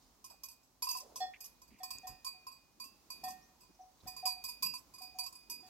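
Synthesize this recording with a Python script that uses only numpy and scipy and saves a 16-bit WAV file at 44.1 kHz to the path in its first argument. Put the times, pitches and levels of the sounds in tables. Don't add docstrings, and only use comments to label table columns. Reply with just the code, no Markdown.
import sys
import numpy as np
from scipy import signal
from scipy.fft import rfft, irfft, next_fast_len
from scipy.io import wavfile
from scipy.ndimage import uniform_filter1d

SR = 44100
rng = np.random.default_rng(int(sys.argv[2]) if len(sys.argv) > 2 else 0)


def pcm_store(signal):
    levels = np.round(np.clip(np.atleast_2d(signal), -1, 1) * 32767)
    wavfile.write(sys.argv[1], SR, levels.astype(np.int16).T)


N = 250929


def amp(db):
    return 10 ** (np.asarray(db) / 20)


def unit(x):
    return x / np.sqrt(np.mean(x ** 2) + 1e-20)


def read(points, hz):
    f, value = np.transpose(points)
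    return np.interp(np.log(hz + 1), np.log(f + 1), value)


def add(mix, s, sound):
    part = mix[:, max(round(s * SR), 0):][:, :sound.shape[-1]]
    part += sound[..., :part.shape[1]]


def wander(size, span):
    return unit(uniform_filter1d(rng.standard_normal(size), span))


def noise(colour_db, correlation, size):
    hz = np.fft.rfftfreq(size, 1 / SR)
    left, independent = rfft(rng.standard_normal((2, size)))
    shared = np.clip(correlation(hz), -1, 1)
    right = shared * left + np.sqrt(1 - shared ** 2) * independent
    return unit(irfft(np.array([left, right]) * amp(colour_db(hz)), size))


# (frequency [Hz], relative level [dB])
BACKGROUND_SPECTRUM = [(20, -33), (35, -3), (50, 7.5), (80, -4.5), (160, -5), (260, -2), (480, -10),
                       (1000, -6.5), (1600, -17.5), (3300, -18), (4500, -13.5), (6300, -13.5),
                       (9000, -21.5), (16000, -19)]
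# (time [s], relative level [dB])
BACKGROUND_SWELL = [(0.0, -90), (0.86, -93.5), (1.08, -88), (1.35, -90), (1.52, -89.5), (1.74, -92.5),
                    (1.92, -88), (2.8, -92.5), (3.26, -86), (3.53, -90), (3.88, -91.5), (4.15, -87),
                    (4.74, -89.5), (4.94, -88), (5.59, -90.5), (5.69, -85.5)]
# (frequency [Hz], left-right correlation [1])
BACKGROUND_COHERENCE = [(40, 0.61), (250, 0.81), (1000, 0.32), (4000, 0.034), (15000, 0.071)]

def background(level_db=-67.5):
    s, db = np.transpose(BACKGROUND_SWELL)
    swell = amp(np.interp(np.arange(N) / SR, s, db - np.median(db)))
    hiss = noise(lambda hz: read(BACKGROUND_SPECTRUM, hz), lambda hz: read(BACKGROUND_COHERENCE, hz),
                 size=next_fast_len(N))[:, :N]
    return amp(level_db) * hiss * swell * amp([[-1.4], [.6]])


# (frequency [Hz], reverberation time T60 [s])
ECHO_DECAY = [(300, 0.53), (800, 0.43), (2500, 0.18), (6000, 0.26), (15000, 0.08)]

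def pasture_echo(sound, build_s=0.015, reflections_per_s=2500):
    taps = rng.standard_normal((2, SR)) * (rng.random((2, SR)) < reflections_per_s / SR)
    hz, t, spectrum = signal.stft(taps, SR, nperseg=256)
    decay = amp(-60 * t / read(ECHO_DECAY, hz)[:, None])
    tail = signal.istft(spectrum * decay * (1 - np.exp(-t / build_s)), SR, nperseg=256)[1]
    return signal.fftconvolve(sound, unit(tail) / np.sqrt(tail.shape[1]), axes=1)[:, :N]


# (time [s], duration [s], start frequency [Hz], end frequency [Hz], level [dB])
BIRD_CALLS = [(3.397, 0.078, 5180, 6280, -75.5), (3.557, 0.046, 5500, 6000, -88),
              (3.743, 0.019, 5240, 6020, -74), (3.8, 0.042, 5500, 6200, -73.5),
              (3.908, 0.045, 6950, 6900, -97), (5.135, 0.079, 6500, 6650, -77.5)]

def birds(warble_hz=280):
    out = np.zeros((2, N))
    for s, length, start_hz, end_hz, db in BIRD_CALLS:
        warble = wander(SR // 4, 60)[:int(length * SR)]
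        hz = np.linspace(start_hz, end_hz, len(warble)) + warble_hz * warble
        tone = np.sin(2 * np.pi * np.cumsum(hz) / SR)
        add(out, s, amp(db) * unit(tone * np.hanning(len(hz))))
    return out


def puff(length, centre_hz, octaves, db, grain_db=3):
    band_db = lambda hz: -40 * np.log10(1 + (np.log2((hz + 1) / centre_hz) / octaves) ** 2)
    hiss = noise(band_db, lambda hz: .7, size=16384)
    grain = amp(grain_db * wander(hiss.shape[1], 150))
    progress = np.linspace(0, 1, min(int(length * SR), len(grain)))
    envelope = np.sin(np.pi * progress ** 0.5)
    return amp(db) * unit((hiss * grain)[:, :len(progress)] * envelope)


# (time [s], level [dB])
HOOF_FALLS = [(1.68, -71), (1.945, -66.5), (2.084, -60.5), (4.032, -60.5)]
# (time [s], duration [s], centre frequency [Hz], level [dB])
GRASS_BRUSHES = [(.002, 0.13, 5000, -77.5), (.304, 0.067, 760, -69), (.998, 0.36, 533, -67),
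                 (1.05, .11, 6400, -78), (1.705, 0.077, 215, -66.5), (2.752, 0.28, 233, -74.5),
                 (3.172, 0.31, 221, -69), (3.691, 0.026, 252, -66), (4.599, 0.2, 200, -65.5),
                 (5.456, .25, 275, -71)]
# (time [s], duration [s], centre frequency [Hz], level [dB])
TWIG_SNAPS = [(1.336, 0.043, 2300, -57.5), (1.701, 0.18, 2300, -75.5), (1.9845, 0.0043, 6650, -47),
              (2.024, 0.015, 6550, -75.5), (4.002, 0.026, 4050, -71)]

def grazing(side_db=-2):
    out = np.zeros((2, N))
    for s, db in HOOF_FALLS:
        add(out, s, puff(length=0.078, centre_hz=38, octaves=2.38, db=db))
    for rows, octaves in (GRASS_BRUSHES, 0.78), (TWIG_SNAPS, 0.43):
        for s, length, centre_hz, db in rows:
            add(out, s, puff(length, centre_hz, octaves, db))
    return out * amp([[side_db / 2], [-side_db / 2]])


def free_times(blows):
    return np.diff([row[0] for row in blows], append=N / SR + 1)


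def ring(hz, db, t60, side_db, lead, free_s, rise_s, catch_s, flutter_db=1.58):
    t = np.arange(int(min(free_s + 5 * np.max(catch_s), .7) * SR)) / SR
    reference_s = .014
    caught = np.maximum(t - free_s, 0) / np.reshape(catch_s, (-1, 1))
    modes = np.exp(np.outer(2j * np.pi * hz - np.log(1000) / t60, t - reference_s) - caught)
    stereo = np.array([amp(side_db / 2) * np.exp(1j * lead), amp(-side_db / 2)])
    start_phase = np.exp(2j * np.pi * rng.random(len(hz)))
    stereo *= 2 / np.linalg.norm(stereo, axis=0) * amp(db) * start_phase
    flutter = amp(flutter_db * wander(SR, 400)[:len(t)])
    return (stereo @ modes).real * flutter * (1 - np.exp(-t / rise_s))


def contact(clang_db, bright_db, shimmer_db, modes, rise_s=0.00037, side_db=-5):
    crack_db, crack_s, rasp_db, rasp_s = -2, 0.004, -9, .032
    half_width_hz, valley = 65, .05
    colour = [(300, clang_db - 19), (1700, clang_db - 30.5), (3000, clang_db - 11),
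              (4000, clang_db - 11), (5300, clang_db - 6.5), (7500, bright_db - 6.5),
              (9000, shimmer_db - 41), (12000, shimmer_db - 9.5), (15000, shimmer_db - 19.5)]
    peak = lambda offset_hz: rng.exponential() / (1 + (offset_hz / half_width_hz) ** 2) ** 2
    wall_db = lambda hz: 10 * np.log10(valley + sum(peak(hz - mode[0]) for mode in modes))
    crack = noise(lambda hz: read(colour, hz), lambda hz: .2, size=8192)
    rasp = noise(lambda hz: read(colour, hz) + wall_db(hz), lambda hz: .2, size=8192)
    t = np.arange(crack.shape[1]) / SR
    grit = amp(crack_db) * crack * np.exp(-t / crack_s) + amp(rasp_db) * rasp * np.exp(-t / rasp_s)
    strength = np.linalg.norm(amp([clang_db, bright_db, shimmer_db]))
    return strength * grit * (1 - np.exp(-t / rise_s)) * amp([[side_db / 2], [-side_db / 2]])


# (time [s], force [dB], hardness as a cutoff frequency [Hz])
DEEP_BELL_BLOWS = [(.945, -60, 3500), (1.203, -32, 4970), (1.256, -51, 8000), (1.8, -47.5, 2640),
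                   (2.032, -45, 2250), (2.335, -64.5, 1610), (3.234, -37, 2470), (3.487, -69.5, 2010),
                   (3.79, -51, 750), (3.845, -61, 833), (4.061, -49.5, 2500), (4.228, -36, 905),
                   (4.293, -54.5, 1610), (4.363, -51.5, 950), (4.412, -89, 3000), (5.005, -53.5, 1210),
                   (5.144, -52.5, 850), (5.185, -51.5, 850), (5.255, -84, 2500), (5.628, -58, 3000)]
# (frequency [Hz], level within the family [dB], T60 [s], left minus right [dB])
DEEP_BELL_MODES = [(745, 0, .3, -1), (1843, 0, .7, 2), (3407, -6, .27, -9), (3445, -9, .25, -8),
                   (4334, -1, .18, -6), (4984, -7, .22, -7), (5184, -6, .16, -6), (5501, -2, .26, -4),
                   (7607, -8, .15, -3)]
# (hum [dB], second mode [dB], overtones [dB])
DEEP_RESPONSE = (-1, -21, -10.5)

def deep_bell(lag_s=.00009, crack_db=(-6, -6, -4), soft_slope=6.8):
    out = np.zeros((2, N))
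    hz, mode_db, t60, side_db = np.transpose(DEEP_BELL_MODES)
    family = np.minimum(np.arange(len(hz)), 2)
    lead = -2 * np.pi * hz * lag_s
    catch_s = 0.0033 * (hz / hz[0]) ** 3.2
    for (s, force_db, hardness_hz), free_s in zip(DEEP_BELL_BLOWS, free_times(DEEP_BELL_BLOWS)):
        dull_db = 10 * np.log10(1 + (hz / hardness_hz) ** soft_slope)
        drive_db = force_db + np.array(DEEP_RESPONSE)[family] - (dull_db - dull_db[0])
        add(out, s, ring(hz, mode_db + drive_db, t60, side_db, lead, free_s, rise_s=0.01, catch_s=catch_s))
        contact_db = np.median(drive_db[family == 2]) + np.array(crack_db)
        add(out, s, contact(*contact_db, DEEP_BELL_MODES))
    return out


# (lowest frequency [Hz], highest frequency [Hz],
#   relative level [dB], base T60 [s], left minus right [dB])
SEAM_BAND = (4319, 14168, -30, 0.34, 1)

def seam_modes(count):
    low_hz, high_hz, *shared = SEAM_BAND
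    position = (np.arange(count) + rng.random(count)) / count
    return [(hz, *shared) for hz in low_hz + (high_hz - low_hz) * position]


RIM_ORDERS = (3, 4)

def pair_shares(rim_degrees, node_leak_db=-29):
    angle = np.radians(rim_degrees) * np.array(RIM_ORDERS)
    swing = np.column_stack([np.cos(angle), np.sin(angle)]).ravel()
    return 10 * np.log10(swing ** 2 + amp(node_leak_db) ** 2)


# (time [s], force [dB], height [about -1 shoulder to 1 lip],
#   softness [about -1 sharp to 1 soft], place round the rim [degrees], hum frequency [Hz])
NEAR_BELL_BLOWS = [(.242, -58, -1, -0.35, 56, 1047), (.299, -64.5, -0.28, -0.45, 53, 970),
                   (.434, -55, -0.6, -0.98, 3.3, 1060), (.485, -61.5, -0.22, -1.1, 51, 957),
                   (0.512, -67, -0.31, -0.79, 5.4, 1023), (0.632, -80.5, -1.1, -0.8, 48, 1040),
                   (.822, -44.5, -0.24, -0.22, 1, 1008), (.841, -50.5, -0.52, -0.12, 123, 995),
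                   (.869, -54.5, -0.011, 1.45, 81, 1033), (.888, -45, -0.16, -0.015, 35, 1028),
                   (.911, -47.5, -0.052, -0.59, 23, 970), (.95, -55.5, -0.19, 1.33, 87, 1020),
                   (.97, -54, -.5, -0.65, 39, 968), (1.001, -61, -2.15, -0.31, 27, 1034),
                   (1.158, -53, -1.3, -0.17, 43, 1029), (1.405, -60, 0.3, -2.6, 66, 1080),
                   (1.441, -59, -1.04, -1.9, 4.8, 1125), (1.617, -68, -0.65, 0.19, 3.5, 1024),
                   (1.676, -76, 0.097, -0.055, 57, 980), (1.785, -76, -0.48, 0.035, 48, 1020),
                   (1.832, -52, -0.3, -0.17, 1, 1042), (1.905, -52, 0.072, -0.44, 6.9, 1043),
                   (2.07, -55, -0.33, 0.031, 70, 1030), (2.246, -53.5, -0.22, -0.12, 1, 1034),
                   (2.264, -54, 0.33, 0.45, 1.2, 1056), (2.467, -60, -0.22, 1.1, 50, 1040),
                   (2.515, -67, 0.3, 0.44, 5.1, 1067), (2.799, -56.5, 0.27, 0.41, 1.9, 1031),
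                   (2.84, -60.5, -0.11, 0.037, 33.5, 1069), (3.102, -56, 0.23, 0.0068, 3.1, 1030),
                   (3.238, -54, -0.12, -0.15, 51, 1023), (3.281, -57.5, -0.42, 0.26, 66, 1040),
                   (3.299, -59.5, -0.41, -1.5, 52, 1046), (3.605, -71.5, -0.14, -.7, 76, 1007),
                   (3.633, -78.5, .3, 0.94, 56, 1014), (4.072, -55.5, 0.043, -0.23, 61, 1023),
                   (4.164, -58, 0.34, 0.21, 57, 1035), (4.254, -45.5, 0.69, -.7, 64, 1065),
                   (4.268, -46, 0.33, 0.31, 59, 1003), (4.301, -55.5, 0.76, 0.023, 1.6, 990),
                   (4.439, -50, 0.13, -0.81, 57, 1038), (4.485, -54, 0.13, -0.28, 56.5, 992),
                   (4.624, -43, 0.24, -0.16, 56, 1037), (4.657, -50.5, 0.72, -0.61, 17.4, 1028),
                   (4.738, -55, 0.32, 0.46, 50, 1020), (4.776, -66, -1.05, -0.42, 11, 1074),
                   (4.937, -64.5, 0.18, 0.051, 62, 1024), (4.982, -65, 0.38, 0.14, 59, 1080),
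                   (5.017, -60, 0.63, -0.4, 58.3, 1010), (5.186, -48.5, 0.49, -0.32, 0.9, 1000),
                   (5.236, -59.5, 0.88, -.2, 58, 963), (5.262, -56, 0.062, -0.31, 49, 1060),
                   (5.283, -67, -0.92, -0.026, 3, 1020), (5.325, -65, -0.5, -0.093, 4, 1036),
                   (5.351, -64.5, 0.46, -0.33, 62, 1017), (5.498, -51, 0.12, -0.88, 64, 978),
                   (5.603, -75, 1.2, 0.27, 64, 996), (5.664, -72.5, 0.66, -0.73, 46, 1000)]
# (frequency [Hz], relative level [dB], base T60 [s], left minus right [dB])
NEAR_BELL_MODES = [(1033, -8, 0.13, -1), (2461, -12, 0.58, 0), (2664, -16, 0.35, -4), (4638, -2, 0.27, -11),
                   (4838, -2, 0.32, -11), (5195, -13, 0.15, -9), (5232, -10.5, 0.2, -10),
                   (6041, -17, 0.25, -11), (6315, -16, 0.18, -6), (6965, -21, 0.2, -7),
                   (7202, -19.5, 0.18, -3), (7789, -19, 0.25, -5), (7930, -14.5, 0.34, -5),
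                   (8125, -21.5, 0.22, -2), (8731, -24, 0.18, -1), (9060, -27, 0.22, 1),
                   (9533, -23, 0.18, 4), (9657, -21, 0.22, 4), (9861, -18, 0.25, 5), (10949, -22, 0.2, 0),
                   (11297, -14.5, 0.22, 0), (11410, -26, 0.15, -2), (11672, -6, 0.2, -5),
                   (11983, -23, 0.12, -4), (12736, -25, 0.18, -5), (13305, -18.5, 0.17, -4),
                   (13678, -23, 0.2, -4), (13894, -25, 0.18, -1), (15365, -23, 0.16, -7)]
FAMILY_BORDERS = [1500, 3500, 5000, 6600, 9300]
FAMILY_SUSTAIN = (1.02, 1.38, 1.074, 0.5, 0.64, 0.84)
# (level over the force [dB], height slope [dB/step],
#   softness slope [dB/step], slope with force above the usual [dB/dB])
FAMILY_RESPONSE = [(2.5, -1.2, 7.5, -0.01), (-5, 7, 1, -0.07), (5.5, 11, 2, 0.1045),
                   (-1.5, -4.5, -1.3, 0.05), (-1.5, 0.3, -0.7, -0.0754), (2.5, 0.5, -2, 0.1)]
# (frequency [Hz], lead of the left [rad])
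NEAR_PHASE_LEAD = [(1030, 1.97), (2450, 1.12), (4600, -2.5), (6300, -2), (7900, -1.43), (9800, 2.14),
                   (11300, 0.8), (11700, -1.6)]

def near_bell(usual_force_db=-56.5, force_scatter_db=7, lip_sustain=1.19):
    contact_db, drag_db, rebound_db = -2.5, 4, 3.5
    out = np.zeros((2, N))
    mode_hz, mode_db, base_t60, side_db = np.transpose(list(NEAR_BELL_MODES) + seam_modes(count=32))
    family = np.searchsorted(FAMILY_BORDERS, mode_hz)
    family_t60 = base_t60 * np.array(FAMILY_SUSTAIN)[family]
    for blow, free_s in zip(NEAR_BELL_BLOWS, free_times(NEAR_BELL_BLOWS)):
        s, force_db, height, softness, rim_degrees, hum_hz = blow
        family_db = force_db + np.array(FAMILY_RESPONSE) @ [1, height, softness, force_db - usual_force_db]
        unevenness, tilt, turn = rng.standard_normal((3, len(mode_hz)))
        db = mode_db + force_scatter_db * unevenness
        db[1:5] = pair_shares(rim_degrees)
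        family_power = np.bincount(family, amp(db) ** 2)
        db += (family_db - 10 * np.log10(family_power))[family]
        hz = np.where(family == 0, hum_hz, mode_hz)
        t60 = family_t60 * lip_sustain ** height
        beam = hz / mode_hz.max()
        side = side_db + 3 * beam * tilt
        lead = read(NEAR_PHASE_LEAD, hz) + beam * turn
        add(out, s, ring(hz, db, t60, side, lead, free_s, rise_s=0.0025, catch_s=0.0099))
        drag = np.exp(-free_s / 0.1)
        touch = contact(*family_db[-3:], NEAR_BELL_MODES)
        add(out, s, amp(contact_db + drag_db * drag) * touch)
        rebound_s = rng.uniform(.005, .018)
        add(out, s + rebound_s, amp(contact_db + rebound_db) * (1 - drag) * touch)
    return out


def scene(near_wet_db=-22, deep_wet_db=-20, bird_wet_db=-6):
    near, deep, calls = near_bell(), deep_bell(), birds()
    echo = pasture_echo(amp(near_wet_db) * near + amp(deep_wet_db) * deep + amp(bird_wet_db) * calls)
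    return near + deep + calls + echo + grazing() + background()


def record(dry, low_cut_hz=38, high_cut_hz=16000):
    high_pass = signal.butter(4, low_cut_hz, "high", fs=SR, output="sos")
    low_pass = signal.firwin(511, high_cut_hz, window=("kaiser", 9), fs=SR)
    return signal.oaconvolve(signal.sosfilt(high_pass, dry), low_pass[None], "same", axes=1)


dry = scene()
out = record(dry)
pcm_store(out)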